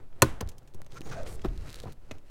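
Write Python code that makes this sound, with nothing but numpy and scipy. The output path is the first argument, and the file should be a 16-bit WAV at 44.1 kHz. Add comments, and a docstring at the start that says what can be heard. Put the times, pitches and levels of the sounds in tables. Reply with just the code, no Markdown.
"""Dull rubbing and a faint click, then a loud snap: a clip lets go as dashboard trim is levered off in a
parked car. Noise bursts make its crack and clatter, decaying sines the panel's ring and the cabin's boom.
Knocks and clicks follow; the pry tool scrapes out as random impulses and noise through resonances, and
sleeves rustle and tick near the microphone as filtered impulses. Decaying noise gives the cabin's brief
echoes and the workshop's faint tail, over quiet rumble and swaying air."""
import sys
import numpy as np
from scipy import signal
from scipy.fft import rfft, irfft, next_fast_len
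from scipy.io import wavfile

SR = 44100
rng = np.random.default_rng(int(sys.argv[2]) if len(sys.argv) > 2 else 0)


def to_wav(sig):
    """Store sig (one row per channel, or 1-D mono) as 16-bit WAV at the path in sys.argv[1].

    Samples outside -1..1 are clipped; the rate is SR.
    """
    pcm = np.clip(np.atleast_2d(sig), -1, 1) * 32767
    pcm = np.round(pcm).astype(np.int16)
    wavfile.write(sys.argv[1], SR, pcm.T)  # frames by channels


N = 101429

# Colour tables are spectral shapes: their relative_db is scaled to unit RMS gain before use.
# Level curves are interpolated in dB between their points.

# The big snap
SNAP_S, SNAP_DB, SNAP_T60_S, SNAP_TILT_DB = 0.2207, -7, 0.027, 1.2  # tilt per octave
RECOIL_LAG_S, RECOIL_DB = 0.0022, 4.5
SNAP_CLATTER_DB, SNAP_CLATTER_T60_S, SNAP_CLATTER_TILT_DB = -21, 0.069, 4.5  # tilt per octave
# spectrum of the crack: frequency_hz, relative_db
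SNAP_SPECTRUM = [(300, -11.5), (700, -3), (1030, -7), (1750, -6.5), (2020, -16), (2650, -7), (3100, -15),
                 (3450, -8), (3850, -27), (4250, -5), (4900, -20), (5800, -17.5), (6600, -7.5),
                 (7600, -13.5), (8400, -17.5), (11000, -20.5), (14500, -20.5), (16000, -34)]

# modes of the trim panel and the dash behind it: frequency_hz, relative_db, t60_s
PANEL_MODES = [(80.1, -27.5, 0.18), (122, -17.5, 0.11), (234.5, -26.5, 0.14), (315, -25, 0.16),
               (370, -17.5, 0.078), (420, -23.5, 0.079), (536, -23, 0.083), (635, -16, 0.032),
               (924.5, -19.5, 0.049), (1047, -16.5, 0.05), (1191, -30, 0.079), (1480, -20.5, 0.056),
               (1820, -24, 0.033)]
PANEL_RISE_S, PANEL_PIVOT_HZ = 0.0026, 390  # rise time constant; frequency the tilt leaves unchanged

# knocks of the loose panel: start_s, ring_db, ring_tilt_db_per_octave, clatter_db,
# clatter_tilt_db_per_octave, struck_spot_hz, struck_spot_db
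PANEL_KNOCKS = [(0.4095, -28.5, -5.5, -29.5, 3.5, 460, -26.5), (0.4139, -35, -7, -39.5, -0.5, 980, -35),
                (0.424, -30, -10.5, -34.5, -0.5, 564, -39), (0.463, -40, -12.5, -60, 6, 139, -31),
                (0.621, -50, -10.5, -54.5, 1.5, 554, -52.5), (.747, -34, -6.5, -49, 0, 392.4, -46.5),
                (.803, -60, -3, -55, 2, 575, -45.5), (0.865, -56.5, -4, -51.5, 1.5, 600, -50.5),
                (1.008, -49, -10, -43, -2.5, 332, -37), (1.4412, -50, 0, -44, 3.5, 400, -48),
                (1.4463, -45, 8, -23, 1.5, 225, -23), (1.4513, -26.5, -7, -32.5, 0, 362, -24),
                (1.4565, -25.5, -8, -30.5, 2, 293, -26.5), (1.838, -54, -11, -42, 3, 475, -31.5),
                (1.857, -29, -4, -41, -0.5, 735, -38), (1.871, -33.5, -8, -41, 2, 990, -43),
                (1.88, -51, 4, -40.5, 1, 247, -42), (1.886, -39, -7.5, -45, 0, 177, -31),
                (2.111, -45, -12, -39.5, 1.5, 622, -37), (2.1123, -58, -5, -45, -0.5, 2530, -43)]
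SPOT_T60_S, CLATTER_T60_S = 0.032, 0.05
# spectrum of the clatter: frequency_hz, relative_db
CLATTER_SPECTRUM = [(60, -13.5), (150, 13.5), (400, 6.5), (800, -3), (1400, -10), (2200, -21), (4500, -29),
                    (9000, -43), (16000, -45.5)]
# clicks of clips and tool on plastic: start_s, level_db, tilt_db_per_octave, t60_s
PLASTIC_CLICKS = [(0.127, -53, -8.5, .03), (0.4069, -36.5, -2.5, 0.012), (0.4095, -32.5, 4, 0.017),
                  (0.489, -43.5, 4.5, 0.043), (0.516, -59.5, 1, 0.069), (0.582, -51, 6.5, 0.031),
                  (0.629, -65.5, 4.5, 0.025), (0.675, -59, 2, 0.058), (0.745, -52, 6.5, 0.036),
                  (.8182, -39.5, -7.5, .006), (0.8638, -52.5, 0.5, 0.023), (1.016, -42.5, -1.5, 0.016),
                  (1.125, -53, 11, 0.019), (1.232, -47.5, 3, 0.014), (1.263, -41, -5.5, 0.036),
                  (1.394, -48.5, -4.5, 0.019), (1.418, -50.5, -2, 0.035), (1.4365, -54, -3, .01),
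                  (1.4865, -48.5, -3.5, 0.01), (2.1111, -41, -3.5, 0.037), (2.115, -38.5, -3.5, 0.019),
                  (2.183, -58.5, -0.5, 0.026)]
# spectrum of the clicks: frequency_hz, relative_db
CLICK_SPECTRUM = [(200, -7.5), (1000, -2.5), (2000, 4.5), (3200, 5), (4800, 0), (6500, 2.5), (9000, -6.5),
                  (13000, -8.5), (16000, -16)]

# booms of the cabin air as the panel jumps: start_s, level_db (before the gradual rise)
CABIN_BOOMS = [(0.224, -40.5), (0.413, -48), (1.466, -20.5)]
BOOM_HZ, BOOM_T60_S, BOOM_RISE_S = 37.8, 0.32, 0.015

# the tool slides along the trim: time_s, level_db (before SLIDE_TRIM_DB and the surge)
SLIDE_LEVEL = [(.89, -82), (.92, -50), (.95, -58), (.965, -47), (.984, -43.5), (.995, -76), (1.05, -54.5),
               (1.1, -47), (1.13, -46.5), (1.2, -47), (1.25, -57.5), (1.275, -45), (1.39, -57.5),
               (1.42, -55), (1.47, -67)]
SLIDE_TRIM_DB = -9
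SURGE_HZ, SURGE_DB = 30.3, 2.6  # uneven sticking and sliding: upper rate, RMS swing
# spectrum of the slide: frequency_hz, relative_db
SLIDE_SPECTRUM = [(470, -36), (800, -5.5), (1050, -23), (1150, -3), (1350, -11), (1500, -17), (1680, -13.5),
                  (2150, -10), (2500, -15.5), (4460, -12), (6650, -18.5), (7640, -18), (8340, -19),
                  (12900, -31), (16000, -49)]
# harder drags that rasp: centre_s, gaussian_half_length_s, level_db
RASP_DRAGS = [(0.971, 0.011, -48.5), (1.13, 0.011, -40.5), (1.188, 0.027, -52.5)]
# rasp resonances, pitched as at BLADE_MID_S: frequency_hz, width_hz, relative_db
RASP_RESONANCES = [(1168, 90, -3.5), (1493, 120, 2), (1870, 350, -3.5), (2440, 350, -5.5),
                   (3700, 1100, -9.5), (6080, 900, -9.5)]
# thin squeal of the blade: time_s, level_db
SQUEAL_LEVEL = [(.9, -79), (.93, -71), (.975, -59), (1, -80), (1.05, -58.5), (1.09, -61), (1.14, -72),
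                (1.2, -67), (1.25, -85)]
# squeal resonances, pitched as at BLADE_MID_S: frequency_hz, width_hz, relative_db
SQUEAL_RESONANCES = [(5900, 150, -1), (6730, 160, 1), (7300, 170, -2), (8200, 200, -16), (9360, 400, -8),
                     (14200, 400, -12), (15700, 500, -9)]
BLADE_RISE_OCTAVES_PER_S, BLADE_MID_S, BLADE_HALF_SPAN_S = 0.67, 1.137, 0.3
# hollow resonance of the opening gap: time_s, pitch_hz, level_db
GAP_RESONANCE = [(1.1, 864, -63.5), (1.16, 698, -44.5), (1.2, 604, -44), (1.25, 530, -49.5),
                 (1.32, 424, -56), (1.41, 385, -58)]
GAP_WIDTH_HZ, GAP_OVERTONE_RATIO, GAP_OVERTONE_DB = 160, 2.28, -19
# creak of strained plastic, about the snap and as the hand grips again: time_s, level_db
CREAK_LEVEL = [(.11, -99), (.17, -70), (.21, -67.5), (.23, -86.5), (2.22, -90), (2.26, -71.5), (2.3, -65)]
# creak resonances: frequency_hz, width_hz, relative_db
CREAK_RESONANCES = [(400, 130, 2.5), (796, 300, -4.5), (1780, 240, -5.5), (2700, 350, -10),
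                    (3800, 200, -16.5), (7800, 1200, -18)]

# dull rubbing of hands on the dash: time_s, level_db
HANDLING_LEVEL = [(0, -51.5), (.09, -63.5), (.19, -53), (.4, -55.5), (.47, -52), (.56, -59.5), (.72, -60),
                  (.78, -55), (.89, -60), (.94, -50), (1.04, -52), (1.07, -41.5), (1.22, -45.5),
                  (1.33, -44), (1.41, -57), (1.48, -48), (1.57, -58), (1.66, -45.5), (1.73, -55.5),
                  (1.82, -54.5), (1.87, -46), (1.95, -65), (2.08, -58), (2.14, -51.5), (2.22, -62.5),
                  (2.3, -66)]
# spectrum of the rubbing: frequency_hz, relative_db
HANDLING_SPECTRUM = [(30, -6), (70, -1), (130, 0), (220, -10.5), (400, -9.5), (700, -16), (1500, -24.5),
                     (5000, -42.5)]
# rumble of the moving panel in the dash: time_s, level_db
RUMBLE_LEVEL = [(.21, -65), (.25, -42), (.31, -36), (.37, -49), (.45, -39), (.55, -59.5), (.7, -60.5),
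                (1.05, -53.5), (1.2, -44), (1.4, -43.5), (1.52, -38.5), (1.62, -40.5), (1.76, -53),
                (1.88, -40), (1.98, -57), (2.3, -61)]
# spectrum of the rumble: frequency_hz, relative_db
RUMBLE_SPECTRUM = [(25, -1), (42, 3.5), (75, -6), (110, -11.5), (160, -19.5), (300, -29.5)]

# a sleeve swishes as the arm draws back: time_s, level_db
SWISH_LEVEL = [(1.24, -87), (1.28, -57.5), (1.335, -55), (1.358, -59), (1.375, -83)]
# spectrum of the swish: frequency_hz, relative_db
SWISH_SPECTRUM = [(1000, -38), (4000, 0), (8500, 9), (12000, 3), (16000, -7)]
# cloth rustles as the hands move over: time_s, level_db (before RUSTLE_TRIM_DB)
RUSTLE_LEVEL = [(1.47, -59), (1.55, -59), (1.62, -56.5), (1.68, -51.5), (1.76, -55), (1.8, -51.5),
                (1.825, -69), (1.86, -61.5), (1.925, -56.5), (1.95, -79), (2.07, -68), (2.14, -62),
                (2.22, -79), (2.3, -63)]
RUSTLE_TRIM_DB = -3.5
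# spectrum of the rustle: frequency_hz, relative_db
RUSTLE_SPECTRUM = [(290, -21), (500, -3.5), (795, -26), (1110, -25), (1280, -8.5), (2730, -12), (3650, -21),
                   (3920, -14), (12300, -27.5), (16000, -36)]
# fine crackle of a creasing sleeve: time_s, level_db
CRACKLE_LEVEL = [(1.6, -83), (1.69, -69), (1.76, -69), (1.81, -61), (1.86, -63)]
# dry ticks of cloth and plastic near the microphone: start_s, level_db, tilt_db_per_octave
CLOSE_TICKS = [(0.246, -23, 2), (0.4756, -33, -2), (.739, -40, -1), (0.818, -30.5, 4), (0.847, -43, 1),
               (0.9219, -30.5, -3.5), (0.945, -38, 4), (1.0084, -28.5, 1), (1.28, -33, -6),
               (1.577, -30.5, -2), (1.684, -31, -7), (1.697, -27.5, -3), (1.704, -28.5, 0.5),
               (1.716, -35, -3), (1.729, -28, -2), (1.729, -33, 5), (1.7443, -21.5, -1.5), (1.755, -34, 3),
               (1.758, -26.5, 2), (1.7618, -33, -0.5), (1.768, -29, -6), (1.7878, -32, -3),
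               (1.7898, -30, -7), (1.8015, -22.5, -2), (1.808, -32, -6), (1.835, -29.5, -3),
               (1.923, -34, 0), (1.9252, -35, 8), (1.931, -38.5, 6)]
# spectrum of ticks and crackle: frequency_hz, relative_db
TICK_SPECTRUM = [(200, -13.5), (1500, -10), (2800, -6), (3900, 3.5), (5200, -3.5), (10000, -7.5),
                 (16000, -17)]

CABIN_DB, CABIN_T60_S, CABIN_RISE_S, CABIN_TOP_HZ = -27.5, 0.017, 0.0015, 9800
# bands of the workshop's tail: centre_hz, relative_db, t60_s
WORKSHOP_BANDS = [(202, -31, 0.47), (550, -40, 0.95), (1150, -35, 0.61), (2270, -34.5, 0.39),
                  (4500, -41, 0.36), (8000, -39.5, 0.35), (14000, -42, .26)]
WORKSHOP_DB, SNAP_TAIL_DB, WORKSHOP_RISE_S = -31, -9.5, 0.008

# spectrum of the workshop rumble: frequency_hz, relative_db
FLOOR_SPECTRUM = [(30, 4.5), (42, -10.5), (70, -8), (130, -16.5), (260, -28), (600, -25), (1200, -38.5),
                  (2500, -39), (6000, -43.5), (16000, -48)]
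FLOOR_DB = -59
SWAY_HZ, SWAY_DB = 7.8, -37.5  # air sways against the microphone

CEILING, TOP_HZ = 0.86, 16200  # peak amplitude limit, upper band edge


def amp(db):
    """Logarithmic level: convert decibels to an amplitude ratio."""
    return 10 ** (np.asarray(db) / 20)


def unit(x):
    """Power normalization: scale to an RMS of one."""
    return x / np.sqrt(np.mean(x ** 2))


def clock():
    """Discrete time: the sample instants in seconds."""
    return np.arange(N) / SR


def fade(t60):
    """Exponential damping: a fall of 60 dB in t60 seconds."""
    return np.exp(-np.log(1000) * clock() / t60)


def rise(tau_s):
    """Gradual excitation: an exponential approach to full amplitude."""
    return 1 - np.exp(-clock() / tau_s)


def add(out, start_s, x):
    """Superposition: mix x in from a start time."""
    i = int(start_s * SR)
    out[i:i + len(x)] += x[:N - i]


def colour(x, points, tilt_db=0):
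    """Minimum-phase filtering: shape x causally through spectrum points, tilted per octave."""
    size = next_fast_len(2 * len(x), real=True) // 2 * 2
    hz, db = np.array(points, float).T
    octave = np.log2(np.maximum(np.fft.rfftfreq(size, 1 / SR), 1))
    held = np.clip(octave, np.log2(hz[0]), np.log2(hz[-1]))
    shape_db = np.interp(octave, np.log2(hz), db) + tilt_db * held
    beyond_db = 10 * np.abs(octave - held)  # 10 dB per octave outside the points
    gain = amp(shape_db - beyond_db)
    # folding the cepstrum forward turns the gain into a causal response
    cepstrum = irfft(np.log(unit(gain)))
    cepstrum[1:size // 2] *= 2
    cepstrum[size // 2 + 1:] = 0
    return irfft(rfft(x, size) * np.exp(rfft(cepstrum)))[:len(x)]


def lowpass(x, hz, order=2):
    """Butterworth filtering: attenuate frequencies above the cutoff."""
    return signal.sosfilt(signal.butter(order, hz, fs=SR, output="sos"), x)


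def burst(points, t60, tilt_db=0):
    """Impulsive excitation: decaying random-sign noise stands for a crowd of short plastic resonances."""
    count = N // 12
    crowd = np.sign(rng.standard_normal(count)) * fade(t60)[:count]
    return np.pad(colour(crowd, points, tilt_db), (0, N - count))


def curve(rows):
    """Amplitude envelope: gain along the level points, falling 1000 dB per second outside them."""
    s, db = np.array(rows, float).T
    t = clock()
    outside_s = np.abs(t - np.clip(t, s.min(), s.max()))
    return amp(np.interp(t, s, db) - 1000 * outside_s)


def grit(rate, spread_db):
    """Stick-slip friction: random impulses of uneven size, at a mean rate per second."""
    slips = rng.random(N) < rate / SR
    strength = rng.standard_normal(N)
    unevenness = amp(spread_db * np.minimum(rng.exponential(size=N), 4))
    return unit(slips * strength * unevenness)


def resonate(x, modes):
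    """Resonance: x drives a parallel set of fixed peaks."""
    rings = 0
    for hz, width_hz, db in modes:
        b, a = signal.iirpeak(hz, hz / width_hz, fs=SR)
        rings = rings + amp(db) * signal.lfilter(b, a, x)
    return unit(rings)


def glide(x, hz, width_hz):
    """Heterodyne filtering: shift x down, narrow it and shift it back, for a moving resonance."""
    turn = np.exp(2j * np.pi * np.cumsum(hz) / SR)
    return unit((lowpass(x / turn, width_hz / 2) * turn).real)


def panel(tilt_db):
    """Modal vibration: the panel's damped sines, tilted in dB per octave about a pivot."""
    t = clock()
    ring = np.zeros(N)
    for k, (hz, db, t60) in enumerate(PANEL_MODES):
        level_db = db + tilt_db * np.log2(hz / PANEL_PIVOT_HZ)
        ring += (-1) ** k * amp(level_db) * fade(t60) * np.sin(2 * np.pi * hz * t)
    ring *= rise(PANEL_RISE_S)
    ring[N // 4:] = 0
    return ring


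def snap():
    out = np.zeros(N)
    crack = burst(SNAP_SPECTRUM, SNAP_T60_S, SNAP_TILT_DB)
    clatter = burst(CLATTER_SPECTRUM, SNAP_CLATTER_T60_S, SNAP_CLATTER_TILT_DB)
    add(out, SNAP_S, amp(SNAP_DB) * crack)
    add(out, SNAP_S + RECOIL_LAG_S, amp(RECOIL_DB) * panel(0) + amp(SNAP_CLATTER_DB) * clatter)
    return out


def impacts():
    """Impact excitation: knocks ring panel, struck spot and clatter; clicks are short bursts."""
    out = np.zeros(N)
    for s, ring_db, ring_tilt_db, clatter_db, clatter_tilt_db, spot_hz, spot_db in PANEL_KNOCKS:
        spot = amp(spot_db) * np.sin(2 * np.pi * spot_hz * clock()) * fade(SPOT_T60_S)
        ring = amp(ring_db) * panel(ring_tilt_db)
        clatter = amp(clatter_db) * burst(CLATTER_SPECTRUM, CLATTER_T60_S, clatter_tilt_db)
        add(out, s, spot + ring + clatter)
    for s, db, tilt_db, t60 in PLASTIC_CLICKS:
        add(out, s, amp(db) * burst(CLICK_SPECTRUM, t60, tilt_db))
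    return out


def booms():
    """Cavity resonance: the lowest mode of the cabin air swells and decays."""
    out = np.zeros(N)
    boom = np.sin(2 * np.pi * BOOM_HZ * clock()) * fade(BOOM_T60_S) * rise(BOOM_RISE_S)
    for s, db in CABIN_BOOMS:
        add(out, s, amp(db) * boom)
    return out


def blade(x, modes):
    """Shortening resonator: the modes rise in pitch as the blade slides out, held outside its span."""
    slide_s = np.clip(clock() - BLADE_MID_S, -BLADE_HALF_SPAN_S, BLADE_HALF_SPAN_S)
    stretch = 2 ** (BLADE_RISE_OCTAVES_PER_S * slide_s)
    return unit(sum(amp(db) * glide(x, hz * stretch, width_hz) for hz, width_hz, db in modes))


def slide():
    """Friction noise: impulses of the dragged tool surge as it sticks and slides unevenly."""
    surge = amp(SURGE_DB * unit(lowpass(rng.standard_normal(N), SURGE_HZ)))
    friction = colour(grit(rate=7700, spread_db=4.0), SLIDE_SPECTRUM)
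    return surge * amp(SLIDE_TRIM_DB) * curve(SLIDE_LEVEL) * friction


def rasp():
    """Friction-driven resonance: harder drags excite the blade's modes with coarse impulses."""
    t = clock()
    pressure = sum(amp(db) * np.exp(-.5 * ((t - s) / half_s) ** 2) for s, half_s, db in RASP_DRAGS)
    return pressure * blade(grit(rate=2800, spread_db=3.0), RASP_RESONANCES)


def squeal():
    """Narrow-band resonance: noise excites the blade's high modes."""
    return curve(SQUEAL_LEVEL) * blade(rng.standard_normal(N), SQUEAL_RESONANCES)


def gap():
    """Cavity resonance: rubbing noise rings the widening gap and its overtone ever lower."""
    s, hz, db = np.array(GAP_RESONANCE).T
    pitch_hz = np.interp(clock(), s, hz)
    rub = rng.standard_normal(N)
    hollow = glide(rub, pitch_hz, GAP_WIDTH_HZ)
    overtone = glide(rub, GAP_OVERTONE_RATIO * pitch_hz, 2 * GAP_WIDTH_HZ)
    return curve(np.c_[s, db]) * (hollow + amp(GAP_OVERTONE_DB) * overtone)


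def creak():
    """Stick-slip resonance: random slips ring the modes of strained plastic."""
    return curve(CREAK_LEVEL) * resonate(grit(rate=2400, spread_db=2.0), CREAK_RESONANCES)


def handling():
    """Surface friction: hands rub as dull impulses while the shifting panel rumbles as low noise."""
    rub = colour(grit(rate=4900, spread_db=-0.07), HANDLING_SPECTRUM)
    rumble = colour(rng.standard_normal(N), RUMBLE_SPECTRUM)
    return curve(HANDLING_LEVEL) * rub + curve(RUMBLE_LEVEL) * rumble


def sleeves():
    """Granular friction: impulse streams swish, rustle and crackle, with single ticks close by."""
    out = curve(SWISH_LEVEL) * colour(grit(rate=8300, spread_db=-2.0), SWISH_SPECTRUM)
    rustle = colour(grit(rate=4500, spread_db=1.7), RUSTLE_SPECTRUM)
    out += amp(RUSTLE_TRIM_DB) * curve(RUSTLE_LEVEL) * rustle
    out += curve(CRACKLE_LEVEL) * colour(grit(rate=520, spread_db=3.5), TICK_SPECTRUM)
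    for s, db, tilt_db in CLOSE_TICKS:
        add(out, s, amp(db) * colour(signal.unit_impulse(N // 12), TICK_SPECTRUM, tilt_db))
    return out


def cabin(x):
    """Early reflection: convolution with brief decaying noise stands for echoes off glass and dash."""
    onset = 1 - np.exp(-(clock() / CABIN_RISE_S) ** 2)
    echoes = lowpass(rng.standard_normal(N), CABIN_TOP_HZ, order=1) * fade(CABIN_T60_S) * onset
    response = unit(echoes) / np.sqrt(N)  # unit energy
    return amp(CABIN_DB) * signal.fftconvolve(x, response)[:N]


def workshop_tail():
    """Diffuse reverberation: overlapping bands of noise, each with its own decay."""
    octave = np.log2(np.maximum(np.fft.rfftfreq(N, 1 / SR), 1))
    centres = np.log2([row[0] for row in WORKSHOP_BANDS])
    noise = rfft(rng.standard_normal(N))
    out = np.zeros(N)
    for share, (_, db, t60) in zip(np.eye(len(WORKSHOP_BANDS)), WORKSHOP_BANDS):
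        # each band overlaps its neighbours in a triangle over octaves
        band = unit(irfft(noise * np.interp(octave, centres, share), N))
        out += amp(db) * fade(t60) * band
    return out * rise(WORKSHOP_RISE_S)


def workshop(x):
    """Room response: the snap adds a tail of its own and convolution lets smaller sounds stir it faintly."""
    out = amp(WORKSHOP_DB) * signal.fftconvolve(x, workshop_tail())[:N]
    add(out, SNAP_S, amp(SNAP_TAIL_DB) * workshop_tail())
    return out


def background():
    """Stationary noise: quiet workshop rumble and a slow sway of air."""
    rumble = colour(rng.standard_normal(N), FLOOR_SPECTRUM)
    sway = unit(lowpass(rng.standard_normal(N), SWAY_HZ, order=3))
    return amp(FLOOR_DB) * rumble + amp(SWAY_DB) * sway


def scene():
    """Superposition: direct sources, their reflections and the background add linearly."""
    pop = snap()
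    scraping = slide() + rasp() + squeal() + gap() + creak()
    trim = impacts() + scraping + handling()
    rooms = cabin(pop + trim) + workshop(trim) + booms()
    return (pop + trim + rooms + sleeves() + background())[None]


def record(dry):
    """Saturation and band-limiting: the recorder rounds off loud peaks and cuts the top."""
    rounded = dry / (1 + (dry / CEILING) ** 4) ** (1 / 4)
    return signal.sosfilt(signal.ellip(8, .2, 70, TOP_HZ, fs=SR, output="sos"), rounded)


dry = scene()
out = record(dry)
to_wav(out)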